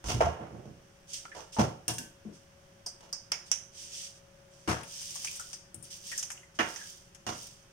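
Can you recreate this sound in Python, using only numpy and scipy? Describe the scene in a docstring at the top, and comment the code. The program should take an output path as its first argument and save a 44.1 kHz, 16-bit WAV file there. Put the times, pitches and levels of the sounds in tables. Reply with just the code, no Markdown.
"""Sleeves rustle and things bump on a worktop, over the faint hum of a small, quiet kitchen.
Handled eggs pop hollowly and clink in a china dish. Two are tapped together until one cracks, one is
knocked on a steel bowl's rim, and thumbs pry the shell open with ticks and wet pops.
Bumps and cracks are runs of tiny contacts with ringing modes; rubbing is grainy noise; pops are
ringing air pockets. All is heard close up, through a phone's two microphone ports."""
import sys
import numpy as np
from scipy import signal
from scipy.fft import rfft, irfft, next_fast_len
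from scipy.io import wavfile

SR = 44100
rng = np.random.default_rng(int(sys.argv[2]) if len(sys.argv) > 2 else 0)


def file_out(sig):
    """Save sig as 16-bit WAV at sys.argv[1]."""
    # one column per channel
    cols = np.atleast_2d(sig).T
    # limit, then scale
    lim = np.clip(cols, -1, 1)
    pcm = np.round(lim * 32767).astype(np.int16)
    wavfile.write(sys.argv[1], SR, pcm)


N = 340452
T = np.arange(int(.7 * SR)) / SR  # time within one event, s


def undb(db):
    """Decibels to gain."""
    return 10 ** (np.asarray(db) / 20)


def unit(x):
    """Scale to a mean energy of 1 per channel."""
    return x / np.sqrt(np.mean(np.sum(x ** 2, axis=-1)))


def level(x, db):
    """Scale to an rms level."""
    return x * undb(db) / np.sqrt(np.mean(x ** 2))


def fade(t60_s):
    """Exponential decay, 60 dB down after t60_s."""
    return np.exp(-np.log(1000) * T / max(t60_s, 1e-3))


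def pan(x, pan_db):
    """Place a sound; pan_db is left minus right."""
    return x * undb(np.array([[pan_db], [-pan_db]]) / 2)


def add(out, start_s, x, pan_db=0):
    """Mix an event in at its time and side."""
    i = max(int(start_s * SR), 0)
    out[:, i:i + len(T)] += pan(x, pan_db)[:, :N - i]


def colour(x, points):
    """Causal filter through (Hz, dB) points, built from the cepstrum."""
    size = 2 * next_fast_len(x.shape[-1])
    hz, db = np.transpose(points)
    bins_hz = np.maximum(np.arange(size // 2 + 1) * SR / size, 1)
    gain = undb(np.interp(np.log(bins_hz), np.log(hz), db))
    cepstrum = irfft(np.log(gain))
    cepstrum[1:size // 2] *= 2
    cepstrum[size // 2 + 1:] = 0
    return irfft(rfft(x, size) * np.exp(rfft(cepstrum)))[..., :x.shape[-1]]


def band(x, hz, width_hz):
    """One resonance."""
    return signal.lfilter(*signal.iirpeak(min(hz, SR / 2 - 1), hz / width_hz, fs=SR), x)


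def through(x, response, size=len(T)):
    """Convolve with a response and cut to size."""
    return signal.fftconvolve(np.atleast_2d(x), response, axes=-1)[:, :size]


def diffuse(size, alike_hz=560):
    """Noise from all sides: the bass is the same at both ports, the treble unrelated."""
    mid, side = rfft(rng.standard_normal((2, size)))
    hz = np.arange(len(mid)) * SR / size
    alike = np.exp(-(hz / alike_hz) ** 2)
    return irfft(mid * np.sqrt(1 + alike) + side * np.sqrt(1 - alike) * np.array([[1], [-1]]), size)


def ring(modes):
    """Decaying modes; higher ones reach the two ports further out of step."""
    out = 0
    for hz, db, t60_s in modes:
        phase = rng.uniform(-1.8, 1) * min(hz / 700, 1.5) * np.array([[1], [-1]])
        out = out + undb(db) * fade(t60_s) * np.sin(2 * np.pi * hz * T + phase)
    return unit(out)


def contacts(decay_s, per_s, first_touch, swell_s):
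    """A first touch, then random contacts that build up and die away."""
    hits = rng.standard_normal(len(T)) * (rng.random(len(T)) < per_s / SR)
    push = hits * np.exp(-T / max(decay_s, 3e-4)) * (1 - np.exp(-T / max(swell_s, 1e-4)))
    push[0] = first_touch
    return unit(push)


def room_tail(swell_s, low_t60_s=0.37, top_t60_s=0.32):
    """Response of a small hard room, whose treble dies first."""
    noise = diffuse(len(T))
    low = signal.sosfilt(signal.butter(2, 1800, fs=SR, output="sos"), noise)
    tail = low * fade(low_t60_s) + (noise - low) * fade(top_t60_s)
    return unit(tail * (1 - np.exp(-T / swell_s)))


def kitchen(x, wet_db):
    """A sound plus its room reverberation."""
    return x + undb(wet_db) * through(x, room_tail(swell_s=0.006))


def scatter(push, near_t60_s, wet_db):
    """Contacts set off dense reflections: short ones from close by, then the room."""
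    tail = room_tail(swell_s=0.11)
    energy = np.maximum(through(push ** 2, fade(near_t60_s)[None] ** 2), 0)
    return unit(diffuse(len(T)) * np.sqrt(energy)) + undb(wet_db) * tail


def strokes(rows):
    """Gain of rubbing strokes: each swells smoothly, holds and dies away."""
    t, power = np.arange(N) / SR, 0
    for start_s, rise_s, hold_s, t60_s, db in rows:
        swell = np.sin(np.pi / 2 * np.clip((t - start_s) / rise_s, 0, 1)) ** 2
        release = np.exp(-np.log(1000) * np.maximum(t - start_s - rise_s - hold_s, 0) / t60_s)
        power = power + (swell * release * undb(db)) ** 2
    return np.sqrt(power)


# Room air. Each row: frequency in Hz, relative density in dB.
AIR_SPECTRUM = [(25, -3.5), (45, -3), (90, 0), (180, 1), (280, -14), (370, -3.5), (460, -16), (640, -10.5),
                (850, -12), (1500, -15.5), (2200, -23), (3200, -26.5), (6000, -31), (15000, -32)]
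# Hum envelope. Each row: time in seconds, relative level in dB.
HUM_LEVELS = [(0, -66), (2.8, -65), (3.6, -68), (4.1, -64), (4.5, -60), (5.2, -67), (7.72, -68)]


def room_tone(air_db=-58, hum_hz=551, hum_gain_db=-1, flutter_hz=567, flutter_db=-8):
    """Still air and a faint hum, as of a fridge; narrow noise beside the tone makes it flutter."""
    t = np.arange(N) / SR
    flutter = band(rng.standard_normal(N), flutter_hz, width_hz=35)
    flutter = band(flutter, flutter_hz, width_hz=35)
    hum = level(np.sin(2 * np.pi * hum_hz * t), 0) + level(flutter, flutter_db)
    times_s, levels_db = np.transpose(HUM_LEVELS)
    hum *= undb(np.interp(t, times_s, levels_db) + hum_gain_db)
    air = level(colour(diffuse(N), AIR_SPECTRUM), air_db)
    return air + pan(hum, pan_db=9)


def friction_grains(per_s=900, t60_s=0.017):
    """Fibres and skin slip in tiny catches, each a short burst of noise."""
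    sizes = rng.uniform(-1.57, 1, N) * undb(2 * rng.exponential(size=N).clip(0, 2))
    catches = sizes * (rng.random(N) < per_s / SR)
    return through(catches, rng.standard_normal((2, len(T))) * fade(t60_s), N)


# Rubbing noise. Each row: frequency in Hz, relative density in dB.
RUB_SPECTRUM = [(300, -42), (1000, -20), (2000, -5.5), (2900, 0.5), (4500, 2.5), (8500, 4), (11000, -2.5),
                (15000, -3.5)]


def rubbing(grains, grain_db):
    """Smooth sliding hiss plus grains, at rms 1."""
    friction = level(diffuse(N), 0) + level(grains, grain_db)
    return level(colour(friction, RUB_SPECTRUM), 0)


# Each row: start, rise, hold and release t60 in seconds, level in dB.
SLEEVE_STROKES = [(0.03, 0.055, 0.018, 0.14, -47.5), (1.06, 0.058, 0.021, 0.7, -52.5),
                  (1.128, 0.0083, 0.0071, 0.3, -41.5), (1.33, 0.03, .02, 0.67, -62.5),
                  (1.516, .018, 0.022, .3, -51.5), (2.315, .03, 0.018, .4, -65),
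                  (3.45, 0.019, 0.015, .3, -59.5), (3.70, 0.12, 0.018, 0.71, -50.5),
                  (3.87, 0.095, 0.088, .32, -47), (4.125, .03, 0.026, 0.14, -65),
                  (4.48, 0.071, 0.16, .3, -67.5), (6.54, .018, 0.01, 0.19, -62.5)]


def sleeves(grains):
    """Sleeves and skin rub in strokes, with a softened top."""
    rustle = colour(rubbing(grains, grain_db=-8), [(8000, 0), (13000, -4)])
    return rustle * strokes(SLEEVE_STROKES)


# Tick of a hard contact. Each row: frequency in Hz, relative density in dB.
TICK_SPECTRUM = [(200, 8), (2200, 7), (7000, 3), (15000, -6)]


def thud_spectrum(thud_db, bass_hz, treble_hz, tick_db, bass_db_per_oct=15.5, treble_db_per_oct=16):
    """A blow is flat between limits: light things lack bass, soft ones treble. A tick lies on top."""
    hz = np.geomspace(25, 16000, 60)
    below_oct = np.maximum(np.log2(bass_hz / hz), 0)
    above_oct = np.maximum(np.log2(hz / treble_hz), 0)
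    flat_db = thud_db - 10 * np.log10(2 * treble_hz / SR)
    thud = flat_db - bass_db_per_oct * below_oct - treble_db_per_oct * above_oct
    tick_hz, shape_db = np.transpose(TICK_SPECTRUM)
    tick = tick_db + np.interp(np.log(hz), np.log(tick_hz), shape_db)
    return np.column_stack([hz, np.maximum(thud, tick)])


# Worktop with the bowl on it. Each row: frequency in Hz, relative level in dB, t60 in seconds.
WORKTOP_MODES = [(78.3, 10, 0.31), (113.5, 7.5, 0.28), (134.6, 2.5, 0.34), (166.4, -0.5, 0.38),
                 (218.3, 3, 0.23), (322.6, 2.5, 0.23), (429, -14, 0.23), (633, -9.5, 0.47),
                 (725, 3.5, 0.28), (866, -1, 0.16), (908, -6, 0.49), (977, 9, 0.14), (1091, -0.5, 0.27),
                 (1371, -2, 0.43), (1655, -12, 0.47), (2860, 12.5, 0.087), (2860, -1, 0.49)]
# Blows on worktop, bowl and cupboards. Each row: start in seconds, thud in relative dB, bass and treble
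# limits in Hz, tick in relative dB, boom in Hz, boom in dB, rattle decay in seconds, pan in dB.
BUMP_EVENTS = [(0.041, -38.5, 49.7, 950, -49.5, 59.2, -29, 0.022, -3),
               (0.085, -30, 70, 1020, -35.5, 63, -29, 0.034, -.5),
               (0.133, -32.5, 90, 413, -53, 122.5, -26, 0.044, -2.5),
               (0.205, -18.5, 460, 915, -43.5, 658, -20.5, 0.023, -2.5),
               (0.232, -36.5, 60, 203, -52, 81.6, -34, 0.027, -5.5),
               (0.266, -29, 473, 790, -60, 689, -25.5, 0.088, -1.5),
               (0.39, -35.5, 140, 750, -80, 684, -44.5, 0.11, -4),
               (0.509, -39.5, 112, 514, -75, 128, -47, 0.14, -5.5),
               (0.655, -42.5, 133, 432, -72, 131, -45.5, 0.02, -6),
               (1.349, -37.5, 456, 865, -51.5, 724, -54, 0.041, -4.5),
               (1.586, -18.5, 125, 816, -36.5, 211.4, -25, 0.034, -2),
               (1.88, -33, 133, 860, -40.5, 116, -41.5, 0.02, 2.5),
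               (1.982, -45, 173, 327, -58, 248, -46, .045, -1),
               (2.251, -41.5, 178, 374, -83, 211, -38.5, 0.036, 4),
               (3.007, -48.5, 400, 910, -59, 183, -63, 0.039, -1),
               (4.676, -24, 99, 1300, -36, 319, -32, 0.046, 3),
               (5.743, -48.5, 120, 294, -65, 89, -56, 0.0094, 2.5),
               (6.589, -22.5, 262, 1670, -40, 329, -43.5, 0.021, -4.5),
               (7.266, -30.5, 189, 1160, -40, 108.9, -41, .025, -2.5)]


def bumps(thud_gain_db=-3, modes_db=-9, boom_t60_cycles=32):
    """Each object booms and rattles to rest; the wood answers with a dead thud and longer modes."""
    out = np.zeros((2, N))
    for start_s, thud_db, bass_hz, treble_hz, tick_db, boom_hz, boom_db, rattle_s, pan_db in BUMP_EVENTS:
        swell_s = 0.0014 * undb(-.7 * thud_db)  # gentle touches build up more slowly
        swell = 1 - np.exp(-T / swell_s)
        push = contacts(rattle_s, per_s=1100, first_touch=0.85, swell_s=swell_s)
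        blow = scatter(push, near_t60_s=0.055, wet_db=-9)
        blow += undb(modes_db) * unit(ring(WORKTOP_MODES) * swell)
        spectrum = thud_spectrum(thud_db, bass_hz, treble_hz, tick_db)
        thud = colour(unit(blow), spectrum) * undb(thud_gain_db)
        boom = ring([(boom_hz, 0, boom_t60_cycles / boom_hz)])
        boom = unit(boom * swell) * undb(boom_db)
        add(out, start_s, (thud + boom) * np.sqrt(0.032 * SR), pan_db)
    return out


# Each row: start in seconds, level in dB, starting pitch in Hz, tail t60 in seconds.
POP_EVENTS = [(1.252, -40.5, 1310, 0.042), (1.315, -44, 1740, 0.11), (1.564, -24.5, 860, 0.21),
              (5.271, -40.5, 2450, 0.07), (5.394, -40, 1380, 0.13), (6.115, -37.5, 1860, 0.092),
              (6.181, -48.5, 1600, 0.066), (6.373, -55.5, 2770, 0.037), (6.43, -56, 2030, 0.083),
              (6.785, -49, 1770, 0.12), (6.81, -43.5, 1630, 0.14)]


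def pops(glide=0.055, ring_share=0.2, swell_s=0.0017):
    """Hollow, wet pops of handled eggs: small air pockets ring briefly and rise a little in pitch."""
    out = np.zeros((2, N))
    for start_s, db, hz, t60_s in POP_EVENTS:
        pitch_hz = hz * (1 + glide * (1 - fade(t60_s)))
        pocket = np.sin(2 * np.pi * np.cumsum(pitch_hz) / SR) * fade(t60_s * ring_share)
        tail = diffuse(len(T)) * fade(t60_s) * (1 - np.exp(-T / swell_s))
        pop = kitchen(unit(through(pocket, tail)), wet_db=-7)
        add(out, start_s, pop * np.sqrt(0.0061 * SR) * undb(db))
    return out


# China dish. Each row: frequency in Hz, relative level in dB, t60 in seconds.
DISH_MODES = [(1547, 13.5, 0.19), (1704, 11, 0.14), (2785, 9, 0.064), (3270, -8, 0.49), (3450, -1, 0.052),
              (4740, -10, .15), (5180, 3.5, 0.11), (5300, -4, 0.07), (8780, 13, 0.035)]
# Each row: start in seconds, level in dB, brightness in dB per octave.
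CLINK_EVENTS = [(1.88, -30, 6), (1.983, -36.5, 1.5)]


def clinks(scrape_db=4):
    """An egg lifted from the dish nudges the china; a sharper touch favours the higher modes."""
    out = np.zeros((2, N))
    for start_s, db, db_per_oct in CLINK_EVENTS:
        modes = [(hz, mode_db + db_per_oct * np.log2(hz), t60_s) for hz, mode_db, t60_s in DISH_MODES]
        china = ring(modes)
        scrape = unit(band(diffuse(len(T)), hz=9500, width_hz=7600) * fade(0.059))
        clink = unit(kitchen(china + undb(scrape_db) * scrape, wet_db=-4))
        add(out, start_s, clink * np.sqrt(0.01 * SR) * undb(db))
    return out


def fractures(crunch_s, first_touch, near_db, near_t60_s):
    """A run of tiny fractures: returns it direct, and with reflections off hands, bowl and room."""
    push = contacts(crunch_s, per_s=5100, first_touch=first_touch, swell_s=0.0012)
    direct = np.array([push, np.roll(push, 10)])  # the left port hears it first
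    return direct, direct + undb(near_db) * scatter(push, near_t60_s, wet_db=-9)


# Eggshell. Each row: multiple of the ring frequency, relative level in dB, t60 in seconds.
SHELL_MODES = [(.97, -7, 0.027), (1, -9, 0.12), (1.041, 1.5, 0.011), (1.09, -2, 0.031), (1.2, 8, 0.018),
               (1.3, 13.5, 0.005), (1.65, 17, 0.004)]


def eggshell(direct, crack, ring_hz, width_hz, modes_db, edge_db, tick_db=5):
    """A crack rings the shell's broad resonance and its modes, under a bright edge."""
    broad = unit(band(band(crack, ring_hz, width_hz), ring_hz, width_hz))
    modes = ring([(ring_hz * ratio, db, t60_s) for ratio, db, t60_s in SHELL_MODES])
    shell = broad + undb(modes_db) * unit(through(crack, modes))
    shell = unit(colour(shell, [(4200, -18), (4750, 3)]))  # little rings below the lowest mode
    edge = colour(crack + undb(tick_db) * direct, [(3800, -33), (4800, 13.5), (9000, 25), (15000, 16)])
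    return unit(shell + undb(edge_db) * unit(edge))


def egg_body(crack, crunch_s, bass_db, cycles_per_crunch=3.5):
    """The egg's dull body answers a crack; a shorter crunch sounds higher."""
    top_hz = np.clip(cycles_per_crunch / crunch_s, 1000, 3200)
    shape = [(80, bass_db - 8), (350, bass_db), (700, 0), (top_hz, -3), (2 * top_hz, -17), (16000, -35)]
    return unit(colour(crack, shape))


# Each row: start in seconds, level in dB, shell ring in Hz, body in relative dB,
# crunch decay in seconds, pan in dB.
TAP_EVENTS = [(2.8610, -30.5, 4950, -5.5, 0.011, 0.5), (3.1275, -29, 5020, -9, 0.0025, -2),
              (3.3185, -24, 5230, -0.5, 0.0016, -.5), (3.5155, -20, 6110, -7.5, 0.00097, -2)]


def egg_taps(firm_db=-27.5, edge_db_per_db=1.8):
    """Egg strikes egg, sounding shell and body; taps softer than firm_db have less edge."""
    out = np.zeros((2, N))
    for start_s, db, ring_hz, body_db, crunch_s, pan_db in TAP_EVENTS:
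        direct, crack = fractures(crunch_s, first_touch=0.45, near_db=-0.5, near_t60_s=0.19)
        edge_db = -1 + edge_db_per_db * min(db - firm_db, 0)
        tap = eggshell(direct, crack, ring_hz, width_hz=1180, modes_db=-2, edge_db=edge_db)
        tap += undb(body_db) * egg_body(crack, crunch_s, bass_db=-9.5)
        add(out, start_s, tap * np.sqrt(0.0013 * SR) * undb(db), pan_db)
    return out


# Each row: start, rise, hold and release t60 in seconds, level in dB.
THUMB_STROKES = [(4.77, 0.24, 0.28, .55, -48), (5.26, 0.063, 0.11, 0.42, -53.5),
                 (5.45, 0.043, 0.059, 0.24, -57), (5.82, 0.031, 0.025, .25, -59),
                 (5.895, 0.018, 0.011, 0.51, -49), (6.0, 0.088, 0.11, .45, -48.5),
                 (6.56, 0.14, 0.2, 0.56, -53), (7.25, .15, .05, .6, -53)]


def prying(grains, splinter_db=-6, splinters_per_s=70, splinter_t60_s=0.019):
    """Thumbs press and slide on the shell while small splinters break off."""
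    thumbs = rubbing(grains, grain_db=-4)
    breaks = rng.uniform(0, 1, N) * (rng.random(N) < splinters_per_s / SR)
    splinters = through(breaks, diffuse(len(T)) * fade(splinter_t60_s), N)
    splinters = level(colour(splinters, [(2000, -18), (5500, 0)]), splinter_db)
    return (thumbs + splinters) * strokes(THUMB_STROKES)


# Each row: start in seconds, level in dB, shell ring in Hz, body in relative dB,
# crunch decay in seconds, pan in dB.
SNAP_EVENTS = [(4.834, -44.5, 9500, 2, 0.0013, 6), (5.015, -40.5, 6400, -8, 0.0011, 9),
               (5.156, -38, 6660, -3.5, 0.0029, 13), (5.247, -29.5, 6280, -7, 0.00069, 5.5),
               (5.272, -40, 5500, -25, 0.0019, 10), (5.328, -44, 7000, -11, 0.0011, 15),
               (5.363, -38.5, 8360, -9, .001, 6), (5.397, -35.5, 7250, -36, 0.0018, 11),
               (5.531, -37, 5060, -6, 0.00067, 7.5), (5.541, -42, 5120, -20, 0.0019, 11),
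               (5.7445, -38, 9300, -30, 0.0013, 6), (5.826, -42.5, 9700, -30, 0.013, 14),
               (6.116, -41, 6100, -6, .001, 14), (6.1775, -27, 6770, -31, .0004, 2),
               (6.191, -31, 6400, -33, 0.0027, 6), (6.2275, -30.5, 6200, -7, .0004, 0),
               (6.303, -36, 6600, 1, 0.0017, 6.5), (6.316, -35, 7300, -21, 0.0076, 1),
               (6.760, -40.5, 5860, 1.5, 0.0016, -6), (7.148, -47, 6500, -5.5, 0.00091, 8)]


def shell_snaps():
    """Shell snaps under the thumbs: a sharp first break, strong near reflections, no bass."""
    out = np.zeros((2, N))
    for start_s, db, ring_hz, body_db, crunch_s, pan_db in SNAP_EVENTS:
        direct, crack = fractures(crunch_s, first_touch=3.2, near_db=9, near_t60_s=0.082)
        snap = eggshell(direct, crack, ring_hz, width_hz=2400, modes_db=-2.5, edge_db=-6)
        snap += undb(body_db) * egg_body(crack, crunch_s, bass_db=-88)
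        add(out, start_s, snap * np.sqrt(0.0013 * SR) * undb(db), pan_db)
    return out


def scene():
    """All sounds around the bowl."""
    impacts = egg_taps() + shell_snaps() + bumps() + clinks() + pops()
    grains = friction_grains()
    return impacts + sleeves(grains) + prying(grains) + room_tone()


# Microphone ports. Each row: frequency in Hz, left gain in dB, right gain in dB.
PORT_RESPONSE = [(1070, -2.5, -3), (3200, 7, 8), (4010, 1, 2), (5450, 7, 12.5), (5960, 3.5, 15.5),
                 (7840, 3, 1), (8360, 10, -10), (11600, -2.5, -3), (16200, -6, -3)]


def record(dry, top_hz=15700):
    """Each port has its own treble resonance; the top is cut steeply."""
    ports = np.array(PORT_RESPONSE)
    left = colour(dry[0], ports[:, [0, 1]])
    right = colour(dry[1], ports[:, [0, 2]])
    lowpass = signal.ellip(8, .2, 70, top_hz, fs=SR, output="sos")
    return signal.sosfilt(lowpass, np.array([left, right]))


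dry = scene()
out = record(dry)
file_out(out)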